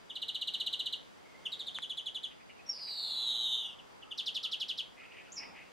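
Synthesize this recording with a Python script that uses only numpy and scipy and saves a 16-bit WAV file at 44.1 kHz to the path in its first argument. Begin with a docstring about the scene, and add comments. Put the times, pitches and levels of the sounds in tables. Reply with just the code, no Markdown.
"""A faint outdoor rush is heard first; then a greenfinch sings three trills of falling notes and one long wheeze.
Its notes are gliding whistles with weak overtones; the wheeze is a sinking whistle warbled about 119 times a second.
Nearby surfaces throw the song back within milliseconds, as delayed copies and a fading scatter of noise.
Far-off chatter is made of short rough whistles, a dry click is one pulse with a faint ring, and a second bird's
thin call leaps up and slides down. The rush and its distant swells are shaped noise."""
import sys
import numpy as np
from scipy import signal
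from scipy.fft import rfft, irfft
from scipy.io import wavfile

SR = 44100
rng = np.random.default_rng(int(sys.argv[2]) if len(sys.argv) > 2 else 0)


def bounce(signal):
    """Save signal as a 16-bit WAV file at the path given by the first command-line argument."""
    frames = np.transpose(np.atleast_2d(signal))
    limited = np.clip(frames, -1, 1)
    pcm = np.round(limited * 32767).astype(np.int16)
    wavfile.write(sys.argv[1], SR, pcm)


N = 252252  # length of the scene in samples
# Levels in dB are relative: they add up along the way to the final sound.


def undb(db):
    """Turn decibels into a plain gain."""
    return 10 ** (np.asarray(db) / 20)


def unit(x):
    """Scale a sound to an average (rms) strength of 1."""
    return x / np.sqrt(np.mean(x ** 2))


def gain_at(hz, points):
    """Gain at each frequency of a (frequency [Hz], level [dB]) curve, joined on a log-frequency axis."""
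    f, db = np.transpose(points)
    return undb(np.interp(np.log(np.maximum(hz, 1)), np.log(f), db))


def noise(points, size):
    """Random hiss of rms 1, coloured by a (frequency [Hz], level [dB]) curve."""
    spectrum = rfft(rng.standard_normal(size))
    colour = gain_at(np.fft.rfftfreq(size, 1 / SR), points)
    return unit(irfft(spectrum * colour, size))


def wander(rate, size):
    """Chance drift around 0: a new random value `rate` times a second, joined by straight lines."""
    steps = np.arange(size) * rate / SR
    return np.interp(steps, np.arange(4096), rng.standard_normal(4096))


def trace(rows):
    """Start time of a curve table, and its other columns drawn out sample by sample."""
    s, *columns = np.transpose(rows)
    t = np.arange(s[0], s[-1], 1 / SR)
    return s[0], [np.interp(t, s, c) for c in columns]


def add(track, s, x):
    """Mix sound x into the track from time s, in seconds."""
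    i = max(int(s * SR), 0)
    track[i:i + len(x)] += x[:max(N - i, 0)]


# How strongly the throat and open beak pass the overtones: (frequency [Hz], level [dB])
THROAT_FILTER = [(5000, -16), (5800, -26.5), (6400, -20), (7100, -25), (7800, -18), (8900, -25),
                 (9800, -23.5), (12000, -24.5), (13200, -25), (14200, -35), (15500, -44)]


def syrinx(hz, db, overtone_db, throb_db=0, fourth_db=-3):
    """The bird's voice box: a nearly pure whistle that may throb, with weak overtones let through by the throat."""
    phase = 2 * np.pi * np.cumsum(hz) / SR
    tone = undb(throb_db) * np.sin(phase)  # only the fundamental throbs
    for k, db_k in zip(range(2, 5), (0, -1, fourth_db)):
        audible = k * hz < SR / 2
        strength = undb(overtone_db + db_k) * gain_at(k * hz, THROAT_FILTER) * audible
        tone += strength * np.sin(k * phase)
    fade = signal.windows.tukey(len(hz), min(0.0038 * SR / len(hz), 1))  # both end fades together: 3.8 ms
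    return np.sqrt(2) * tone * undb(db) * fade


# Colour of the outdoor rush, alike on both sides: (frequency [Hz], level [dB per Hz])
RUSH_MID = [(15, -37), (25, -15.5), (133, -10), (183, -6.5), (253, -7), (322, -6.5), (389, -5.5),
            (457, -3.5), (871, -7), (2060, -11), (2630, -13), (3170, -12.5), (4870, -20), (5730, -19),
            (15500, -37)]
# Colour of the rush that is opposite on the two sides: (frequency [Hz], level [dB per Hz])
RUSH_SIDE = [(15, -16), (25, -18), (183, -3.5), (305, -6), (399, -5.5), (582, -7.5), (871, -12),
             (1050, -12), (1170, -13.5), (1490, -14), (3440, -22), (4500, -28), (8130, -31), (10100, -32.5),
             (15500, -46)]
RUSH_MID_DB, RUSH_SIDE_DB = -61.5, -57.5
# Swells of the distant murmur:
# (peak time [s], rise time [s], fall time [s], middle-range level [dB], low rumble level [dB])
MURMUR_SWELLS = [(3.201, 0.4, 0.89, -58.5, -81), (5.48, 0.13, 0.096, -56, -61)]
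MURMUR_DB, RUMBLE_DB = -69, -78  # the steady part, below the swells


def outdoors(flicker_db=1.0, hiss_db=-75):
    """Open air: a flickering rush of noise, wide in the bass, with distant swells and a thin high hiss."""
    mid = undb(RUSH_MID_DB + flicker_db * wander(4.9, N)) * noise(RUSH_MID, N)
    side = undb(RUSH_SIDE_DB + flicker_db * wander(5.03, N)) * noise(RUSH_SIDE, N)
    t = np.arange(N) / SR
    middle, low = undb(MURMUR_DB), undb(RUMBLE_DB)
    for s, rise, fall, middle_db, low_db in MURMUR_SWELLS:
        swell = np.exp(-((t - s) / np.where(t < s, rise, fall)) ** 2)
        # hypot adds the strengths as energies
        middle = np.hypot(middle, undb(middle_db) * swell)
        low = np.hypot(low, undb(low_db) * swell)
    murmur_colour = [(100, -10), (450, -13), (850, 5.0), (1400, -3.5), (2500, -58), (8000, -64)]
    rumble_colour = [(60, -38), (230, -12.5), (500, -27), (3000, -56)]
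    # separate noise for the left and right side
    murmur = np.array([noise(murmur_colour, N) for _ in range(2)])
    rumble = np.array([noise(rumble_colour, N) for _ in range(2)])
    hiss = undb(hiss_db) * noise([(4300, -9), (4750, 8), (4950, 6.5), (5250, -36)], N)
    return mid + side * np.array([[1], [-1]]) + middle * murmur + low * rumble + hiss


def trill(shape, notes, overtone_db, fourth_db, effort=0.24):
    """One falling note repeated, never quite alike; a louder note is richer in overtones."""
    out = np.zeros(N)
    _, (hz, db) = trace(shape)
    loudest = max(row[2] for row in notes)
    for s, ratio, note_db in notes:
        pitch = hz * ratio * (1 + .005 * wander(200, len(hz)))
        richness_db = overtone_db + effort * (note_db - loudest)
        add(out, s, syrinx(pitch, db + note_db, richness_db, fourth_db=fourth_db))
    return out


# Shape of the low note: (time into the note [s], pitch [Hz] before the ratio below, level [dB])
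PIP_SHAPE = [(0, 3550, -16), (.004, 3640, -5.5), (.008, 3240, 1), (.012, 2900, -7), (.018, 2790, -11.5)]
# Where it is sung: (time [s], pitch ratio, level [dB])
PIP_NOTES = [(.094, 1.023, -38.5), (1.4517, 0.96, -32), (3.782, 0.95, -50), (4.018, 0.93, -48.5),
             (4.107, 0.98, -36.5)]


def pips():
    """Soft, low notes that lead into the trills, from the same whistling voice."""
    return trill(PIP_SHAPE, PIP_NOTES, overtone_db=-1, fourth_db=-9)


def tail(t60, onset_s, treble_db, side_db):
    """Scattered sound: noise that builds up and dies by 60 dB in t60 seconds, a little different on each side."""
    t = np.arange(SR) / SR
    fall = np.exp(-np.log(1000) * t / t60) * np.clip(t / onset_s, 0, 1) ** 2
    colour = [(500, 0), (4800, 0), (7500, treble_db), (14000, 2 * treble_db)]
    mid, side = (noise(colour, SR) * fall for _ in range(2))
    pair = mid + undb(side_db) * side * np.array([[1], [-1]])
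    song_band = slice(2500, 4500)  # Hz, as the noise lasts one second
    # average gain of 1 where the song lies
    return pair / np.sqrt(np.mean(abs(rfft(pair)[:, song_band]) ** 2))


# Echoes off nearby surfaces: (delay time [s], level [dB])
NEAR_ECHOES = [(.00234, -4), (.0036, -4), (.00479, -7), (.00684, 5), (.00789, -3), (.01031, -10),
               (.01321, -9), (.01598, -9), (.01901, -10), (.02123, -13), (.02533, -11)]


def surroundings(x, scatter_db, far_db, dull_hz=6500):
    """Direct sound, then delayed copies duller in the treble, a quick scatter and a longer tail."""
    hz = np.fft.rfftfreq(SR, 1 / SR)
    # each delay is a turn of phase that grows with frequency
    near = sum(undb(db) * np.exp(-2j * np.pi * hz * s) for s, db in NEAR_ECHOES)
    near = near / (1 + (hz / dull_hz) ** 4)
    scatter = tail(t60=0.19, onset_s=0.008, treble_db=-5.0, side_db=-8.0)
    far = tail(t60=0.33, onset_s=0.071, treble_db=-35.0, side_db=-10.0)
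    response = irfft(1 + near) + undb(scatter_db) * scatter + undb(far_db) * far
    return undb(-6.5) * signal.fftconvolve(x[None], response, axes=1)[:, :N]


def phrase(starts, peak_s, peak_db, fade_db_per_s, first_db=0, sharp=0, settle_s=1):
    """Notes (time [s], pitch ratio, level [dB]) that may start soft or sharp and get softer away from a peak."""
    s = np.array(starts)
    ratio = 1 + sharp * np.maximum(1 - (s - s[0]) / settle_s, 0)
    db = peak_db - fade_db_per_s * abs(s - peak_s) + first_db * (s == s[0])
    return np.transpose([s, ratio, db])


# Shape of a first-trill note: (time into the note [s], pitch [Hz], level [dB])
CHIP_SHAPE = [(0, 4330, -1.5), (.003, 3930, -2), (.006, 3520, -1), (.0087, 3130, -2.5), (.011, 2920, -6),
              (.016, 2860, -16)]
# When its notes start: (time [s])
CHIP_STARTS = [.1537, .217, .281, .345, .4114, .472, .536, .599, .662, .727, .792, .857, .9245]


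def chips():
    """First trill: short whistles falling in pitch, swelling to a peak and easing off."""
    notes = phrase(CHIP_STARTS, peak_s=0.67, peak_db=-29.0, fade_db_per_s=7, first_db=-2.5)
    return trill(CHIP_SHAPE, notes, overtone_db=0.5, fourth_db=-2.5)


def far_call(length, hz, db, rough, rasp_db=3):
    """One call of a distant bird: a whistle unsteady in pitch and level."""
    size = int(length * SR)
    pitch = hz * (1 + rough * wander(1100, size))
    call = syrinx(pitch, db + rasp_db * wander(284, size), -6)
    return call * signal.windows.tukey(size, .5)


# Bouts of far-off chirps: (start time [s], end time [s], rate [chirps per s], chirp length [s],
# middle pitch [Hz], middle level [dB], roughness [share of the pitch])
CHIRP_BOUTS = [(1.248, 1.54, 22, 0.019, 2138, -65.5, 0.013), (2.297, 2.94, 10.6, 0.029, 2432, -64, .15),
               (4.03, 4.6, 2.55, 0.065, 1337, -65.5, 0.075), (5.01, 5.4, 3.8, 0.023, 1390, -59.5, 0.068),
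               (5.027, 5.3, 13.5, 0.036, 2673, -61, 0.118)]
# Harsh calls of a distant bird: (time [s], length [s], level [dB])
HARSH_CALLS = [(4.954, 0.1, -57), (5.123, 0.11, -58), (5.354, 0.12, -56.5), (5.526, .11, -57)]
HARSH_HZ, HARSH_ROUGH = 2305, 0.1556  # middle pitch; roughness as a share of it


def chatter(pitch_spread=0.019, spread_db=2.0):
    """Distant birds: bouts of whistled chirps that each differ a little, and a few calls made harsh by jitter."""
    out = np.zeros(N)
    for s, length, db in HARSH_CALLS:
        add(out, s, far_call(length, HARSH_HZ, db, HARSH_ROUGH))
    for start, end, rate, length, hz, db, rough in CHIRP_BOUTS:
        for s in np.arange(start, end, 1 / rate):
            higher, louder = rng.standard_normal(2)
            pitch = hz * (1 + pitch_spread * higher)
            add(out, s, far_call(length, pitch, db + spread_db * louder, rough))
    return out


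# Shape of a second-trill note: (time into the note [s], pitch [Hz] once settled, level [dB])
TEW_SHAPE = [(0, 4290, -9.5), (.004, 3635, -3.5), (.007, 3403, -1.5), (.015, 3414, -6), (.020, 3100, -1.5),
             (.0235, 2912, -10), (.026, 2650, -13)]
# When its notes start: (time [s])
TEW_STARTS = [1.5167, 1.5913, 1.665, 1.7431, 1.819, 1.8935, 1.97, 2.0575, 2.1446, 2.2306]


def tews():
    """Second trill: longer falling whistles that begin sharp and settle in pitch."""
    notes = phrase(TEW_STARTS, peak_s=2.05, peak_db=-34, fade_db_per_s=3.0, sharp=0.1123, settle_s=.31)
    return trill(TEW_SHAPE, notes, overtone_db=1.5, fourth_db=-14)


# Colour of the click: (frequency [Hz], level [dB])
CLICK_SPECTRUM = [(200, -22), (500, -16), (900, 0), (1800, 2.5), (3200, -6), (5200, -23), (6500, -17),
                  (8600, -20), (10000, -30), (15000, -52)]
CLICK_S, CLICK_DB = 1.7868, -25  # time; peak level of the pulse


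def click(ring_db=-30, ring_t60=0.1):
    """A dry tick close to the microphone: one pulse with its energy at the front, and a faint dying ring."""
    size = 2048
    # keeping half the cepstrum (spectrum of the log spectrum) moves the pulse's energy to its start
    cepstrum = irfft(np.log(gain_at(np.fft.rfftfreq(size, 1 / SR), CLICK_SPECTRUM)))
    pulse = irfft(np.exp(rfft(2 * cepstrum[:size // 2], size)))
    decay = np.exp(-np.log(1000) * np.arange(size) / SR / ring_t60)
    ring = noise(CLICK_SPECTRUM, size) * undb(ring_db) * decay
    out = np.zeros(N)
    add(out, CLICK_S, undb(CLICK_DB) * (pulse / abs(pulse).max() + ring))
    return out


# The clear whistle, a soft touch and then an accent: (time [s], middle pitch [Hz], level [dB])
WHISTLE_CURVE = [(2.66, 5634, -63), (2.667, 5626, -48), (2.684, 5600, -61), (2.694, 5496, -28.5),
                 (2.718, 5410, -53)]


def whistle(overtone_db=-9, rough=0.01):
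    """The clear high note out of which the wheeze breaks: a slightly unsteady whistle."""
    out = np.zeros(N)
    s, (hz, db) = trace(WHISTLE_CURVE)
    pitch = hz * (1 + rough * wander(420, len(hz)))
    add(out, s, syrinx(pitch, db, overtone_db))
    return out


# The effort behind the wheeze: (time [s], level [dB] before an overall trim)
EFFORT_CURVE = [(2.72, -47), (2.754, -44), (2.784, -44.5), (2.862, -44.5), (2.906, -40), (3.076, -36),
                (3.548, -33), (3.71, -47.5), (3.74, -59)]
# its middle pitch sags from a high start toward a resting pitch, then droops as the note runs out
WHEEZE_START_HZ, WHEEZE_REST_HZ, WHEEZE_SAG_S = 5000, 3209, .35
DROOP_S, DROOP_HZ_PER_S = .15, 2700
WARBLE_HZ = 118.8  # average rate
# the warble opens from half to full depth (share of the pitch) and is ragged until it settles
WARBLE_DEPTH, WARBLE_OPEN_S, WARBLE_SETTLE_S = 0.11, 0.098, 0.53
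# the overtones start weak; once it has settled they are strongest in the troughs of the warble
EARLY_OVERTONE_DB, OVERTONE_RISE_S, TROUGH_DB = -4, 0.31, 2


def wheeze(level_db=-3, overtone_db=3, peaked=0.099, throb_db=4.5, early_throb_db=2.0, flutter_db=1.8,
           noise_band_db=-27):
    """A sinking whistle swung so fast that it buzzes, louder on the crests, with a faint band of noise added
    around 2.8-4 kHz."""
    out = np.zeros(N)
    s, (db,) = trace(EFFORT_CURVE)
    size = len(db)
    t = np.arange(size) / SR
    hz = WHEEZE_REST_HZ + (WHEEZE_START_HZ - WHEEZE_REST_HZ) * np.exp(-t / WHEEZE_SAG_S)
    hz = hz - DROOP_HZ_PER_S * np.maximum(t - t[-1] + DROOP_S, 0)

    opening = 1 - .5 * np.exp(-t / WARBLE_OPEN_S)
    unsettled = np.clip(1 - t / WARBLE_SETTLE_S, 0, 1)
    rate_jitter = .008 + .05 * unsettled
    depth_jitter = .07
    rough = .006 + .03 * unsettled
    turn = 2 * np.pi * np.cumsum(WARBLE_HZ * (1 + rate_jitter * wander(98.6, size))) / SR
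    swing = np.cos(turn) + peaked * np.cos(2 * turn)  # sharper crests, rounder troughs
    warble = WARBLE_DEPTH * swing * (1 + depth_jitter * wander(110, size))
    pitch = hz * (1 + opening * (warble + rough * wander(700, size)))

    throb = (throb_db + early_throb_db * unsettled) * swing * opening
    early = EARLY_OVERTONE_DB * np.maximum(1 - t / OVERTONE_RISE_S, 0)
    overtones = overtone_db + early - TROUGH_DB * swing * (1 - unsettled)
    loudness = db + level_db + flutter_db * wander(89.5, size)
    add(out, s, syrinx(pitch, loudness, overtones, throb, fourth_db=-5.5))
    noise_band = noise([(2400, -58), (2800, 5), (3100, 0), (4000, 3), (5000, -44)], size)
    add(out, s, undb(db + noise_band_db) * noise_band)
    return out


# Shape of a third-trill note: (time into the note [s], pitch [Hz] once settled, level [dB])
CHOW_SHAPE = [(0, 6190, -9.5), (.004, 4430, -5.5), (.007, 3800, -0.5), (.011, 3440, -4), (.018, 3374, -0.5),
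              (.023, 3055, 1.5), (.028, 2650, -11.5), (.033, 2450, -19.5)]
# When its notes start: (time [s])
CHOW_STARTS = [4.175, 4.2586, 4.3444, 4.429, 4.514, 4.5986, 4.682, 4.7747]


def chows():
    """Third trill: whistles that plunge from high up, begin a little sharp and slowly get softer."""
    notes = phrase(CHOW_STARTS, peak_s=4.16, peak_db=-32.0, fade_db_per_s=3.5, first_db=-1.6,
                   sharp=0.0388, settle_s=0.39)
    return trill(CHOW_SHAPE, notes, overtone_db=-0.5, fourth_db=-3)


# The second bird's call: (time [s], middle pitch [Hz], level [dB])
THIN_CALL_CURVE = [(5.319, 5810, -38), (5.322, 6630, -44), (5.328, 7300, -46), (5.34, 7040, -54),
                   (5.353, 6600, -54), (5.366, 5640, -43), (5.378, 5250, -35.5), (5.39, 5280, -51.5),
                   (5.398, 5330, -50)]


def second_bird(rough=0.025, overtone_db=-7, quaver=0.05, quaver_hz=260):
    """A thin whistle that leaps up and slides down, its pitch quavering more and more."""
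    out = np.zeros(N)
    s, (hz, db) = trace(THIN_CALL_CURVE)
    size = len(hz)
    shake = quaver * np.sin(2 * np.pi * quaver_hz * np.arange(size) / SR) + rough * wander(704, size)
    growth = np.linspace(.15, 1.2, size)
    add(out, s, syrinx(hz * (1 + growth * shake), db, overtone_db))
    return out


def scene():
    """The finch near by, other birds further off (more tail), the click and the open air, added together."""
    finch = pips() + chips() + tews() + whistle() + wheeze() + chows()
    song = surroundings(finch, scatter_db=2.5, far_db=-9.0)
    others = surroundings(chatter() + second_bird(), scatter_db=3.5, far_db=1.0)
    return outdoors() + song + others + click()


TOP_HZ = 15700


def record(dry):
    """The recorder cuts the top: a steep low-pass filter at TOP_HZ."""
    top_cut = signal.ellip(10, .2, 70, TOP_HZ, fs=SR, output="sos")
    return signal.sosfilt(top_cut, dry)


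dry = scene()
out = record(dry)
bounce(out)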